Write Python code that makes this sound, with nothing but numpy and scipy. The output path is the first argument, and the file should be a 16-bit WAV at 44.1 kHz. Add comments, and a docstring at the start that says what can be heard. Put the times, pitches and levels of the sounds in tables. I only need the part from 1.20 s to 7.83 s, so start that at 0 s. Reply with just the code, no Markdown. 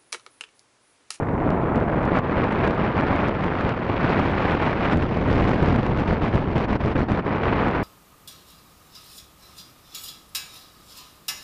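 """A dull, fluttering rush of wind opens and soon brightens: airflow buffets the microphone of a camera
fixed to a hang glider in flight. Large eddies thump on the port and break into smaller ones, so the
rush sizzles and crackles on their pressure crests. Now and then a sharp pressure spike ticks.
Past the middle the stream breaks into low buffeting, then into separate gusts, and at last settles."""
import sys
import numpy as np
from scipy import signal
from scipy.fft import rfft, irfft
from scipy.io import wavfile
from scipy.ndimage import uniform_filter1d

SR = 44100
rng = np.random.default_rng(int(sys.argv[2]) if len(sys.argv) > 2 else 0)


def transcribe(signal):
    """Save signal, clipped to [-1, 1], as a 16-bit WAV file at the path in sys.argv[1]."""
    frames = np.atleast_2d(signal).T
    limited = np.clip(frames, -1, 1)
    pcm = np.round(limited * 32767).astype(np.int16)
    wavfile.write(sys.argv[1], SR, pcm)


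N = 292439
TIME, BINS = np.arange(N) / SR, np.fft.rfftfreq(N, 1 / SR)
CLOCK = TIME[::32]  # coarser time steps for the slow controls

# Strength of the steady stream at the port: (time [s], relative level [dB])
STREAM_LEVEL = [(0, -1.5), (.17, -2), (.22, 1), (.3, 2), (.35, 0.5), (.5, 1), (.57, 3), (.64, 0), (.86, 1),
                (.91, 1), (.99, 3), (1.015, -5), (1.045, -2), (1.08, 0.5), (1.2, 1.5), (1.28, 0.8),
                (1.46, 1), (1.57, -1), (1.66, 1.5), (1.73, -3.5), (1.78, 3.5), (1.85, -0.6), (1.93, 1),
                (2.08, 1), (2.115, -4), (2.19, -2.5), (2.23, -0.5), (2.33, -2.5), (2.49, -0.5), (2.53, -4),
                (2.61, -4.5), (2.69, -2), (2.76, -2), (2.82, 0.7), (3.0, 1), (3.15, -1.2), (3.32, -0.1),
                (3.39, -2.5), (3.45, 2.5), (3.52, -1.5), (3.57, -4), (3.61, 1), (3.69, -2), (3.739, 4.5),
                (3.747, -4.5), (3.83, 0.5), (3.875, -4.5), (3.92, -2.5), (3.97, 0), (4.04, -2), (4.1, 2.5),
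                (4.32, 2.5), (4.39, 0.5), (4.47, 3.5), (4.56, 0.5), (4.61, -0.8), (4.7, -1.5), (4.75, -1.5),
                (4.94, 0), (4.99, -3.5), (5.2, -1), (5.25, -4.5), (5.32, -1.5), (5.45, -10), (6.035, -9),
                (6.065, -1.5), (6.17, 0), (6.205, -3.5), (6.24, 0), (6.45, 2.5), (6.51, -2), (6.56, 1.5),
                (6.63, -3)]
# Mean spectrum of the wind pressure: (frequency [Hz], relative spectral density [dB])
WIND_SPECTRUM = [(5, -30.5), (18, -6), (40, -3), (85, 1), (200, 0), (300, -2), (420, -5), (700, -8),
                 (1050, -10.5), (1400, -14), (2300, -20.5), (3300, -31), (5000, -44), (7000, -59),
                 (10300, -76.5)]
# Spectral slope of the rush above ROAR_HZ: (time [s], tilt [dB/octave])
TREBLE_TILT = [(0.0, -7), (0.6, -6), (0.9, -3), (1.2, -0.8), (3.3, 2), (5.0, 0.5), (6.63, 0.06)]
# Single large eddies: (start [s], duration [s], relative level [dB], corner frequency [Hz])
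EDDY_THUMPS = [(0.066, 0.12, -1, 219.4), (0.315, 0.043, 2, 220), (2.222, 0.063, 2.5, 259),
               (2.427, 0.06, 3, 200), (2.982, 0.17, 1, 261), (3.27, 0.099, 1.5, 301),
               (3.583, 0.055, 2, 199), (3.712, 0.085, 6.5, 301), (3.811, .035, 2.5, 260),
               (3.955, .1, -0.5, 301), (4.07, 0.25, 0.5, 300), (4.323, 0.071, -2, 299),
               (4.404, 0.048, 5.5, 340), (4.48, 0.16, -1.5, 260), (4.68, 0.077, 0, 320),
               (4.768, 0.055, 2.5, 320), (4.871, .075, 2.5, 299), (5.03, .06, 0.5, 260),
               (5.137, 0.037, 8.5, 261), (5.286, 0.12, 0.5, 240), (5.503, 0.035, -0.5, 220),
               (5.621, 0.067, 4.5, 200), (5.772, 0.051, 7.5, 211), (5.889, .068, 8.5, 190)]
# Tallest pressure spikes: (time [s], peak level in the tick band [dB], corner frequency [Hz])
PRESSURE_SPIKES = [(0.092, -51, 3500), (0.3049, -36.5, 7000), (0.559, -36.5, 8000), (0.5775, -49, 4000),
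                   (0.603, -45, 4500), (0.765, -49, 9000), (0.8314, -42, 5500), (0.8539, -38.5, 7500),
                   (0.9655, -40, 7000), (0.9885, -34, 5500), (1.2415, -37, 4400), (1.324, -38, 10000),
                   (1.4436, -40, 5000), (1.4768, -33, 7500), (1.509, -35.5, 4800), (1.549, -45, 12000),
                   (1.8097, -35, 4500), (1.962, -37, 6500), (2.0849, -36.5, 13000), (2.0935, -40, 4500),
                   (2.21, -43, 4500), (2.242, -38, 7500), (2.4932, -34, 6500), (2.902, -36, 5000),
                   (2.9953, -35, 5500), (3.1146, -42, 12000), (3.2067, -40, 4000), (3.319, -41, 12000),
                   (3.4248, -38, 4500), (3.5117, -39, 4500), (3.7226, -37, 4500), (3.7728, -35, 9000),
                   (3.8284, -43, 8000), (4.1296, -36, 5500), (4.2931, -36, 8000), (4.5619, -36, 7000),
                   (4.6314, -39, 5000), (4.6654, -35, 6000), (4.775, -37, 5000), (4.8793, -39, 5500),
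                   (5.0508, -38, 5500), (5.1587, -44, 10000), (5.3815, -34, 6000), (5.5333, -39, 5500),
                   (5.6615, -39, 5500), (5.7959, -40, 7000), (5.9184, -37, 4500), (6.4847, -36.5, 9000),
                   (6.5122, -40, 5500)]
# Gusts on top of the stream: (start [s], duration [s], relative level [dB], tilt [dB/octave])
GUST_EVENTS = [(0.938, 0.045, 4.5, 1.5), (1.433, 0.053, -0.5, -0.5), (1.604, 0.036, -5.5, -2),
               (1.861, 0.031, -1, 2), (2.394, 0.032, -2, 3), (2.897, 0.051, -6.5, 1),
               (3.194, 0.051, -5, 1.5), (3.267, 0.093, -5.5, 0), (3.637, 0.039, 3, 1),
               (3.697, 0.046, 1, 0.8), (4.781, 0.037, -3, 3.3), (4.864, 0.1, -5.5, 1.5),
               (5.009, 0.095, 1, 0), (5.121, 0.085, -2, 1), (5.346, 0.12, 1, 0.7), (5.472, 0.11, 0.5, 0.3),
               (5.593, 0.15, -1.5, 0.9), (5.743, 0.11, 0.5, 0.2), (5.873, 0.14, -0.5, 0.5),
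               (6.222, 0.049, -4.5, 3), (6.528, 0.044, -4, -0.5)]
# Colouring of the rush during buffeting: (frequency [Hz], gain [dB])
BUFFET_SPECTRUM = [(40.0, 4.5), (120.0, 1.5), (400.0, 0.2), (900.0, -3), (2000.0, -5), (6000.0, 0.6)]
# Faint hiss that ebbs after about a second: (time [s], level [dB])
HISS_LEVEL = [(0, -68.5), (.7, -70), (1.2, -78.5)]

ROAR_HZ, EDGE_HZ = 885, 10600  # pivot of the spectral tilts, upper band limit


def amp(db):
    """Amplitude ratio of a level in decibels."""
    return 10 ** (np.asarray(db) / 20)


def unit_rms(x):
    """Normalisation to a mean power of 1."""
    return x / np.sqrt(np.mean(x ** 2) + 1e-20)


def level_at(spectrum, hz):
    """Interpolation along a logarithmic frequency axis."""
    frequencies, levels = np.transpose(spectrum)
    return np.interp(np.log(hz + 1), np.log(frequencies + 1), levels)


def rolloff(corner_hz, order):
    """Low-pass gain, falling 6 dB per octave for each order."""
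    return 1 / (1 + (BINS / corner_hz) ** order)


def filtered(x, gain):
    """Linear filtering as multiplication of the spectrum."""
    return irfft(rfft(x) * gain, N)


def noise(gain):
    """Gaussian noise, coloured by filtering, of rms 1."""
    return unit_rms(filtered(rng.standard_normal(N), gain))


def steadied(x, size=2600):
    """Division by the running rms holds the slow level and keeps the fast flutter."""
    power = uniform_filter1d(uniform_filter1d(x ** 2, size), size // 2)
    return x / np.sqrt(np.abs(power) + 1e-20)


def trapezoid(start, end, attack_s=0.016, release_s=0.02):
    """Envelope of linear attack, hold and release, from 0 to 1."""
    return np.clip(np.minimum((CLOCK - start) / attack_s, (end - CLOCK) / release_s), 0, 1)


def flutter(slow_hz, fast_hz):
    """Turbulent fluctuation: about equal power in each octave between two rates."""
    return noise(BINS / (BINS + slow_hz) ** 1.5 * rolloff(fast_hz, 2))


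def flow_gain(hz, exponent_per_octave=0.15, bass_share=0.024):
    """Incoherent sources add in power: stream, gusts and thumps set the envelope near hz."""
    octaves = np.log2(hz / ROAR_HZ)
    stream = amp(np.interp(CLOCK, *np.transpose(STREAM_LEVEL))) ** 2
    exponent = 1 + exponent_per_octave * max(octaves, -1)  # small eddies answer the flow more strongly
    power = (stream + gust_power(octaves)) ** exponent + thump_power(hz)
    tilt = np.interp(CLOCK, *np.transpose(TREBLE_TILT))
    tilt_db = tilt * max(octaves, bass_share * octaves)  # a duller rush also gains a little bass
    gain = np.sqrt(power) * amp(tilt_db + buffeting_db(hz))
    return np.interp(TIME, CLOCK, unit_rms(gain))


def wind(level_db=-21, crest_depth=3.5, burst_depth=3.5, own_depth=3.0, clump_depth=1.06, knee_db=6.5):
    """Turbulent cascade, octave by octave: small eddies burst on the pressure crests of larger ones."""
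    colour = amp(level_at(WIND_SPECTRUM, BINS))
    centres = np.geomspace(20, EDGE_HZ, 10)
    bursts = flutter(slow_hz=15, fast_hz=610)  # shared by eddies of all sizes
    clumps = flutter(slow_hz=3.2, fast_hz=22)  # large eddies arrive unevenly
    pressure = np.zeros(N)
    for hz, weights in zip(centres, np.eye(len(centres))):
        band = np.sqrt(np.interp(np.log(BINS + 1), np.log(centres), weights))
        intermittency = hz / (hz + 250)  # large eddies roll smoothly, small ones come in bursts
        riding = hz / (hz + 700)  # the smallest cling most closely to the crests
        crests = unit_rms(filtered(pressure, rolloff(900, 4)))
        unrest = burst_depth * bursts + own_depth * flutter(slow_hz=0.59, fast_hz=119)
        swing = riding * crest_depth * crests + intermittency * unrest
        swing_db = knee_db * np.tanh(swing / knee_db)  # bursts level off
        eddies = steadied(filtered(noise(band) * amp(swing_db), colour))
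        eddies = unit_rms(eddies * amp(clump_depth * (1.5 - intermittency) * clumps))
        pressure += np.linalg.norm(band * colour) * eddies * flow_gain(hz)
    return amp(level_db) * unit_rms(pressure)


def fizz(pressure, level_db=-66, swell_hz=600, low_hz=3500, top_hz=7000, buffet_hz=140, choke=2.2):
    """Amplitude modulation: air sizzles through the port on each crest and chokes on the tallest."""
    swell = steadied(filtered(pressure, rolloff(swell_hz, 4)))
    crests = np.tanh(np.maximum(swell, 0) / choke) ** 1.9
    air = noise(BINS / (BINS + low_hz) * rolloff(low_hz, 2) / np.hypot(1, (BINS / top_hz) ** 2))
    drive = flow_gain(low_hz) ** 0.8 * flow_gain(buffet_hz) ** 1.6
    return amp(level_db) * unit_rms(air * crests * drive)


def pulse(size=257, rise_s=0.00022, fall_s=0.0003):
    """A one-sided push on the diaphragm: exponential rise and decay about a central tip."""
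    t = (np.arange(size) - size // 2) / SR
    return np.exp(np.minimum(t / rise_s, -t / fall_s))


def crackle(level_db=-46.5, pops_per_s=380, dull_hz=5000, fizz_hz=4300, buffet_hz=140):
    """Shot noise: small pressure pulses at random moments grow with the flow and the buffeting."""
    sizes = amp(4 * np.minimum(rng.exponential(1, N), 3))
    drive = flow_gain(fizz_hz) * flow_gain(buffet_hz) ** 0.4
    arrivals = rng.random(N) < pops_per_s / SR
    pops = signal.oaconvolve(sizes * drive * arrivals, pulse())[:N]
    band = BINS / (BINS + 200) * rolloff(dull_hz, 4)
    return amp(level_db) * unit_rms(filtered(pops, band))


def thump_power(hz):
    """Large eddies vary the pressure slowly, so their power lies mostly below a corner frequency."""
    return sum((amp(db) * trapezoid(start, start + length)) ** 2 / (1 + (hz / corner_hz) ** 3)
               for start, length, db, corner_hz in EDDY_THUMPS)


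def spikes(low_hz=500, tick_low_hz=4000, tick_high_hz=10000, size=1024):
    """Time-bandwidth reciprocity: the sharper the tip of a pressure spike, the brighter its tick."""
    hz = np.fft.rfftfreq(size, 1 / SR)
    tick_band = (hz > tick_low_hz) & (hz < tick_high_hz)
    body = rfft(pulse(size)) * hz / np.hypot(hz, low_hz)
    ticks = np.zeros(N)
    for time, db, corner_hz in PRESSURE_SPIKES:
        spectrum = body / np.hypot(1, (hz / corner_hz) ** 3)
        band_peak = irfft(spectrum * tick_band).max()
        start = round(time * SR) - size // 2
        ticks[start:start + size] += amp(db) * irfft(spectrum) / band_peak
    return ticks


def gust_power(octaves):
    """Separate gusts add in power, each with its own spectral slope about the roar."""
    return sum((amp(db + tilt * octaves) * trapezoid(start, start + length)) ** 2
               for start, length, db, tilt in GUST_EVENTS)


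def buffeting_db(hz, start_s=3.739, end_s=6.13):
    """Breakdown of the stream into large eddies shifts energy from the midrange to the bass."""
    return level_at(BUFFET_SPECTRUM, hz) * trapezoid(start_s, end_s, attack_s=0.008, release_s=0.26)


def scene():
    """Superposition of the wind pressures at the single microphone port."""
    pressure = wind()
    return (pressure + fizz(pressure) + crackle() + spikes())[None]


def record(dry, asymmetry=0.023, ceiling=0.48, yield_hz=2500, hiss_hz=5000):
    """Nonlinear distortion in the hard-driven diaphragm, then faint hiss and a band limit."""
    square = dry ** 2
    bent = dry + asymmetry * (square - uniform_filter1d(square, size=2000))  # yields more to pushes
    excess = bent - bent / (1 + (bent / ceiling) ** 6) ** (1 / 6)
    rounded = bent - filtered(excess, rolloff(yield_hz, 4))  # the tallest peaks saturate smoothly
    hiss = amp(np.interp(TIME, *np.transpose(HISS_LEVEL))) * noise(1 / np.hypot(1, BINS / hiss_hz))
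    low_pass = signal.firwin(255, EDGE_HZ, window=("kaiser", 9), fs=SR)
    return signal.oaconvolve(rounded + hiss, low_pass[None], "same")


dry = scene()
out = record(dry)
transcribe(out)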